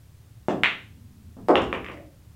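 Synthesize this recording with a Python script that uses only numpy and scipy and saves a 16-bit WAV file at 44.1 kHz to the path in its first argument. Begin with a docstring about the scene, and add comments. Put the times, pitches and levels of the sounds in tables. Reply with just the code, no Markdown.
"""A shot on a pool table

In a quiet room the cue tip thuds on the cue ball, which clacks into another ball. A ball rolls over the cloth,
brushes a cushion, thumps into a corner pocket and clicks against the balls lying there until it settles.
Contacts are short shaped pulses, rubbing is noise, and wood rings as fading sines. Echoes and a dense tail
answer every contact; a low hum, rumble and hiss lie underneath."""
import sys
import numpy as np
from scipy import signal
from scipy.fft import rfft, irfft, next_fast_len
from scipy.io import wavfile
from scipy.ndimage import uniform_filter1d

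SR = 44100
rng = np.random.default_rng(int(sys.argv[2]) if len(sys.argv) > 2 else 0)


def digitize_waveform(pressure):
    """Quantize a signal to 16-bit integers and store it at the path in sys.argv[1].

    Rows of a 2-D input are taken as channels; values are limited to [-1, 1].
    """
    field = np.atleast_2d(pressure).T
    bounded = np.clip(field, -1, 1)
    quanta = np.round(bounded * 32767).astype(np.int16)
    wavfile.write(sys.argv[1], SR, quanta)


N = 103767
TIME = np.arange(N) / SR  # s

# Contacts: moment and peak of the direct pulse [t/s, level/dB]
# leather tip on the cue ball
CUE_STROKE = [(0.4846, -8.5)]
# cue ball on object ball
BALL_HIT = [(0.6352, 0.5)]
# ball on the cushion
CUSHION_TOUCH = [(1.3685, -34)]
# ball on the pocket's jaw and liner
POCKET_THUMPS = [(1.4855, -9.5), (1.4935, -6.5), (1.502, -11.5), (1.517, -23)]
# balls on the pocket's wall
POCKET_KNOCKS = [(1.5562, -13.5), (1.575, -11), (1.7285, -17), (1.887, -29.5)]
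# dull bumps as the balls roll to rest
SETTLING_BUMPS = [(1.925, -37), (1.979, -38), (2.028, -46.5), (2.088, -64)]
# ball on ball in the pocket, level before the rings and the treble cut [t/s, level/dB, f/Hz]
POCKET_CLICKS = [(1.5557, -6.5, 2780), (1.7280, -12, 2396), (1.8451, -23, 2280), (1.8637, -24, 2420),
                 (1.886, -23, 2250), (1.8993, -34, 2360), (1.9148, -34, 2400), (1.974, -38.5, 2060)]

# Rubbing: start, level before the swell and fade, decay time [t/s, level/dB, decay/s]
# the chalked tip grips the ball
CHALK_SCUFFS = [(0.4855, -39, 0.0068)]
# the ball scuffs the liner and the other balls
POCKET_SCUFFS = [(1.484, -35.5, 0.0058), (1.556, -36.5, 0.0069), (1.618, -39, 0.0043),
                 (1.728, -46.5, 0.011), (1.845, -51.5, 0.0056), (1.887, -64, 0.01), (1.917, -50, .004)]

# Colours: how strong each pitch region is, only the shape counts [f/Hz, level/dB]
# the contacts: tip, ball, cushion, thump, click, knock, bump
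CUE_COLOUR = [(25, -46), (60, -30), (170, -2), (320, -2), (700, -4.5), (1100, -14), (1700, -23.5),
              (2600, -33), (4000, -48.5), (8000, -63)]
BALL_COLOUR = [(30, -60.5), (100, -33.5), (300, -18.5), (700, -13.5), (1100, -7), (1600, -3), (2100, 2),
               (2800, -3), (3500, -8), (4250, -21), (4950, -36), (7000, -35.5), (10500, -48.5),
               (15000, -67)]
CUSHION_COLOUR = [(80, -0.5), (230, 5.5), (550, -12.5), (1200, -17.5), (1800, -34), (5000, -56.5)]
THUMP_COLOUR = [(25, -62), (70, -55.5), (180, -24.5), (310, -1.5), (550, -5), (800, -4), (1200, -13.5),
                (1700, -25.5), (2800, -47.5), (6000, -83)]
CLICK_COLOUR = [(40, -27), (200, -28.5), (700, -14.5), (1130, -11), (1500, -9.5), (1820, 1), (2400, -3.5),
                (3000, 1), (3700, 0.5), (4400, -14), (8000, -24)]
KNOCK_COLOUR = [(25, -35), (70, -1), (170, -12), (340, -0.5), (520, -4.5), (750, -12), (1100, -3.5),
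                (1700, -16), (4000, -60), (9000, -76)]
BUMP_COLOUR = [(25, -35), (80, -33.5), (200, -7), (310, 12), (430, -7.5), (570, 11.5), (850, -6),
               (1300, -41), (4000, -46)]
# the noises: chalk, pocket liner, rolling on cloth, background
CHALK_COLOUR = [(500, -19.5), (1500, 2), (3000, 3.5), (4500, -9.5), (7600, -10), (9500, -28.5),
                (15000, -36.5)]
LINER_COLOUR = [(600, -24), (2000, 8.5), (3000, 2), (5200, -1), (8000, -8), (11000, -15), (15000, -27)]
ROLL_COLOUR = [(40, -23), (80, 12), (150, -3.5), (235, 6), (320, -10.5), (480, -28), (1200, -40),
               (4000, -60)]
FLOOR_COLOUR = [(20, -10), (40, -10), (75, 3.5), (125, 1), (175, -10), (300, -19), (600, -26.5),
                (1500, -30.5), (4000, -34), (15000, -37)]

# Ringing tones, levels relative to each other, time to fade by 60 dB [f/Hz, level/dB, t60/s]
# cue and table bed
CUE_MODES = [(180, -25, .5), (228, -29, .45), (303, -20, .38), (378, -21, .38), (537, -26, .33),
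             (863, -27, .25)]
# pocket and its wooden rail
POCKET_MODES = [(182.2, -25, 1), (291.7, -11, 0.28), (331, -9, 0.13), (372.6, -21, 0.36), (427, -13, 0.36),
                (540, -8.5, 0.18), (679.4, -13, 0.26), (720, -17.5, 0.14), (788, -16.5, 0.35),
                (1094, -36.5, 0.31), (1170, -23.5, 0.2)]

# First echoes from ceiling and walls: delay, level relative to each other [t/s, level/dB]
MID_TABLE_ECHOES = [(.00135, -10), (.0080, -5), (.0132, -13), (.0210, -13), (.0237, -9)]
CORNER_ECHOES = [(.0085, -20.5), (0.0125, -8.5), (.0192, -7.5), (.0230, -9.5)]
# time for the room's tail to fade by 60 dB [f/Hz, t60/s]
ROOM_T60 = [(100, .7), (250, 0.62), (500, 0.43), (1000, 0.33), (2500, 0.35), (5000, 0.38), (12000, 0.27)]

ROOM_GAP_S, ROOM_BUILD_S = 0.00067, 0.0059  # wait before the tail; base of its build-up time
BASS_BUILD_HZ, WALL_CUT_HZ = 510, 6600  # slower build-up toward the bass; treble cut of the echoes
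CLICK_RING_DB, CLICK_WIDTH_HZ = 4, 210
CLICK_EDGE_RATIO = 1.187  # treble cut as a multiple of the click's pitch
HOLLOW_HZ, HOLLOW_WIDTH_HZ, HOLLOW_DB = 1150, 194, 13.5
ROLL_DB, ROLL_START_S, ROLL_FADE_S = -51, 0.84, 0.1
ROLL_END_S = 1.3  # the fade-out begins here
FLOOR_DB, HUM_HZ, HUM_DB = -51, 107.6, -55.5
HUM_WAVER = 0.76  # rms of the waver as a share of the hum's height
CUTOFF_HZ = 15800


def ball_clack():
    """Two hard balls touch very briefly, so the direct sound is one short pulse and the room adds the length."""
    return room(contacts(BALL_HIT, BALL_COLOUR), MID_TABLE_ECHOES, echo_db=0.5, tail_db=2.5)


def cue():
    """The soft tip gives a dull thud, its chalk scuffs, and the cue and table ring briefly."""
    thud = room(contacts(CUE_STROKE, CUE_COLOUR), MID_TABLE_ECHOES, echo_db=-4.5, tail_db=2)
    chalk = room(scuffs(CHALK_SCUFFS, CHALK_COLOUR), MID_TABLE_ECHOES, echo_db=5, tail_db=5)
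    return thud + chalk + body(CUE_STROKE, CUE_MODES, ring_db=-1)


def pocket_entry():
    """The ball thumps into the padded pocket and rubs; the strongest thump makes the rail boom."""
    thumps = room(contacts(POCKET_THUMPS, THUMP_COLOUR), CORNER_ECHOES, echo_db=-1.5, tail_db=6.0)
    rub = room(scuffs(POCKET_SCUFFS, LINER_COLOUR), CORNER_ECHOES, echo_db=1.5, tail_db=-0.5)
    boom = body(POCKET_THUMPS[1:2], POCKET_MODES, ring_db=-1)
    return thumps + rub + boom


def pocket_rattle():
    """The ball clicks on the others, knocks the wall and settles; knocks and bumps ring the wood."""
    knocks = room(contacts(POCKET_KNOCKS, KNOCK_COLOUR), CORNER_ECHOES, echo_db=-9, tail_db=5.5)
    bumps = room(contacts(SETTLING_BUMPS, BUMP_COLOUR), CORNER_ECHOES, echo_db=-0.5, tail_db=5.0)
    wood = body(POCKET_KNOCKS + SETTLING_BUMPS, POCKET_MODES, ring_db=-6.5)
    return pocket_clicks() + knocks + bumps + wood


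def pocket_clicks():
    """Ball on ball: each click rings at its pitch and in the pocket's hollow; a lower pitch is also duller."""
    out = 0
    hollow = signal.iirpeak(HOLLOW_HZ, HOLLOW_HZ / HOLLOW_WIDTH_HZ, fs=SR)
    for s, db, hz in POCKET_CLICKS:
        click = contacts([(s, db)], CLICK_COLOUR)
        pitch = signal.iirpeak(hz, hz / CLICK_WIDTH_HZ, fs=SR)
        click = click + from_db(CLICK_RING_DB) * signal.lfilter(*pitch, click)
        click = click + from_db(HOLLOW_DB) * signal.lfilter(*hollow, click)
        treble_cut = signal.butter(N=6, Wn=hz * CLICK_EDGE_RATIO, fs=SR, output="sos")
        click = signal.sosfilt(treble_cut, click)
        out = out + room(click, CORNER_ECHOES, echo_db=-2, tail_db=-2.0)
    return out


def rolling():
    """Rolling on cloth is a low rumble of noise; a brush with the cushion faintly rings the rail."""
    fade_in = np.clip((TIME - ROLL_START_S) / ROLL_FADE_S, 0, 1)
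    fade_out = np.clip((ROLL_END_S - TIME) / ROLL_FADE_S + 1, 0, 1)
    rumble = from_db(ROLL_DB) * fade_in * fade_out * noise(ROLL_COLOUR)
    brush = room(contacts(CUSHION_TOUCH, CUSHION_COLOUR), CORNER_ECHOES, echo_db=-3, tail_db=8.5)
    return rumble + brush + body(CUSHION_TOUCH, POCKET_MODES, ring_db=-8)


def background():
    """Low rumble and faint hiss are shaped noise; the hum is a sine whose height wavers at random."""
    floor = from_db(FLOOR_DB) * noise(FLOOR_COLOUR)
    waver = 1 + HUM_WAVER * noise([(5, -1.5), (12, -15), (40, -120)])  # slow noise: [f/Hz, level/dB]
    hum = from_db(HUM_DB) * waver * np.sin(2 * np.pi * HUM_HZ * TIME)
    return floor + hum


def room(x, echoes, echo_db, tail_db):
    """The direct sound is followed by slightly dulled first echoes and a dense, fading tail."""
    walls = signal.butter(2, WALL_CUT_HZ, fs=SR)
    early = signal.lfilter(*walls, blows(echoes)[:SR] + 1e-18)
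    answer = from_db(echo_db) * early + from_db(tail_db) * diffuse_tail()
    return x + signal.fftconvolve(x, answer)[:N]


def diffuse_tail(count=12):
    """One second of dense reflections: they build up, the bass last, then each band dies at its own rate."""
    t, hz = np.arange(SR) / SR, np.arange(SR // 2 + 1)
    white = rfft(rng.standard_normal(SR))
    centres = np.geomspace(100, 12000, count)
    tail = 0
    for centre, share in zip(centres, np.eye(count)):
        # each band overlaps its neighbours
        weight = at_hz(np.column_stack([centres, share]), hz)
        band = irfft(white * weight, SR)
        # smooth out the band's own random swells
        window = int(SR * max(.012, 8 / centre))
        swell = np.sqrt(uniform_filter1d(band ** 2, window) + 1e-20)
        even = band / swell * np.sqrt(np.mean(weight ** 2))
        build_s = ROOM_BUILD_S * (1 + BASS_BUILD_HZ / centre)
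        build = 1 - np.exp(-np.maximum(t - ROOM_GAP_S, 0) / build_s)
        fade = np.exp(-np.log(1000) * t / at_hz(ROOM_T60, centre))
        tail = tail + even * build * fade
    return tail / np.sqrt(np.sum(tail ** 2))


def contacts(events, colour):
    """Each blow sends out one contact pulse."""
    return signal.fftconvolve(blows(events), contact_pulse(colour))[:N]


def contact_pulse(colour, size=4096):
    """The pressure pulse of a contact, peak one: its energy comes as early as its colour allows."""
    cepstrum = irfft(np.log(from_db(at_hz(colour, np.arange(size // 2 + 1) * SR / size))))
    # folding the cepstrum forward in time gives the minimum-phase pulse
    cepstrum[1:size // 2] *= 2
    cepstrum[size // 2 + 1:] = 0
    pulse = irfft(np.exp(rfft(cepstrum)))[:size // 2]
    return -pulse / np.abs(pulse).max()


def scuffs(events, colour):
    """Friction is a burst of noise that swells quickly and dies away."""
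    grip = 0
    for s, db, decay in events:
        age = np.maximum(TIME - s, 0) / decay
        grip = grip + from_db(db) * (np.exp(-age) - np.exp(-10 * age))
    return grip * noise(colour)


def body(events, modes, ring_db):
    """Blows set a solid body's tones ringing; the tones alternate in sign."""
    clicks = blows(events)
    out = 0
    for k, (hz, db, t60) in enumerate(modes):
        out = out + (-1) ** k * from_db(db + ring_db) * ring(clicks, hz, t60)
    return out


def ring(clicks, hz, t60):
    """A resonator: a click of height one starts a sine that begins at height one and fades."""
    r = np.exp(-np.log(1000) / (t60 * SR))  # loss per sample
    w = 2 * np.pi * hz / SR
    return signal.lfilter([0, np.sin(w)], [1, -2 * r * np.cos(w), r * r], clicks + 1e-18)


def blows(events):
    """One single-sample click for each row of time and level."""
    clicks = np.zeros(N)
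    for s, db in events:
        clicks[int(s * SR)] += from_db(db)
    return clicks


def noise(colour):
    """Steady noise of the given colour, rms one."""
    size = next_fast_len(N)
    white = rfft(rng.standard_normal(size))
    hz = np.arange(len(white)) * SR / size
    return rms_one(irfft(white * from_db(at_hz(colour, hz)), size)[:N])


def at_hz(points, hz):
    """Read a table between its rows, on a log-frequency axis."""
    f, value = np.transpose(points)
    return np.interp(np.log(np.maximum(hz, 1)), np.log(f), value)


def rms_one(x):
    """Scale to an rms of one."""
    return x / np.sqrt(np.mean(x ** 2) + 1e-20)


def from_db(db):
    """Decibels to gain."""
    return 10 ** (np.asarray(db) / 20)


def scene():
    """The whole shot, added up into one channel."""
    shot = ball_clack() + cue() + pocket_entry() + pocket_rattle() + rolling()
    return (shot + background())[None]


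def record(dry):
    """High peaks are rounded off and the top treble is cut steeply."""
    rounded = dry / (1 + dry ** 8) ** (1 / 8)
    # 0.1 dB ripple below the cutoff, 80 dB down above it
    treble_cut = signal.ellip(10, .1, 80, CUTOFF_HZ, fs=SR, output="sos")
    return signal.sosfilt(treble_cut, rounded)


dry = scene()
out = record(dry)
digitize_waveform(out)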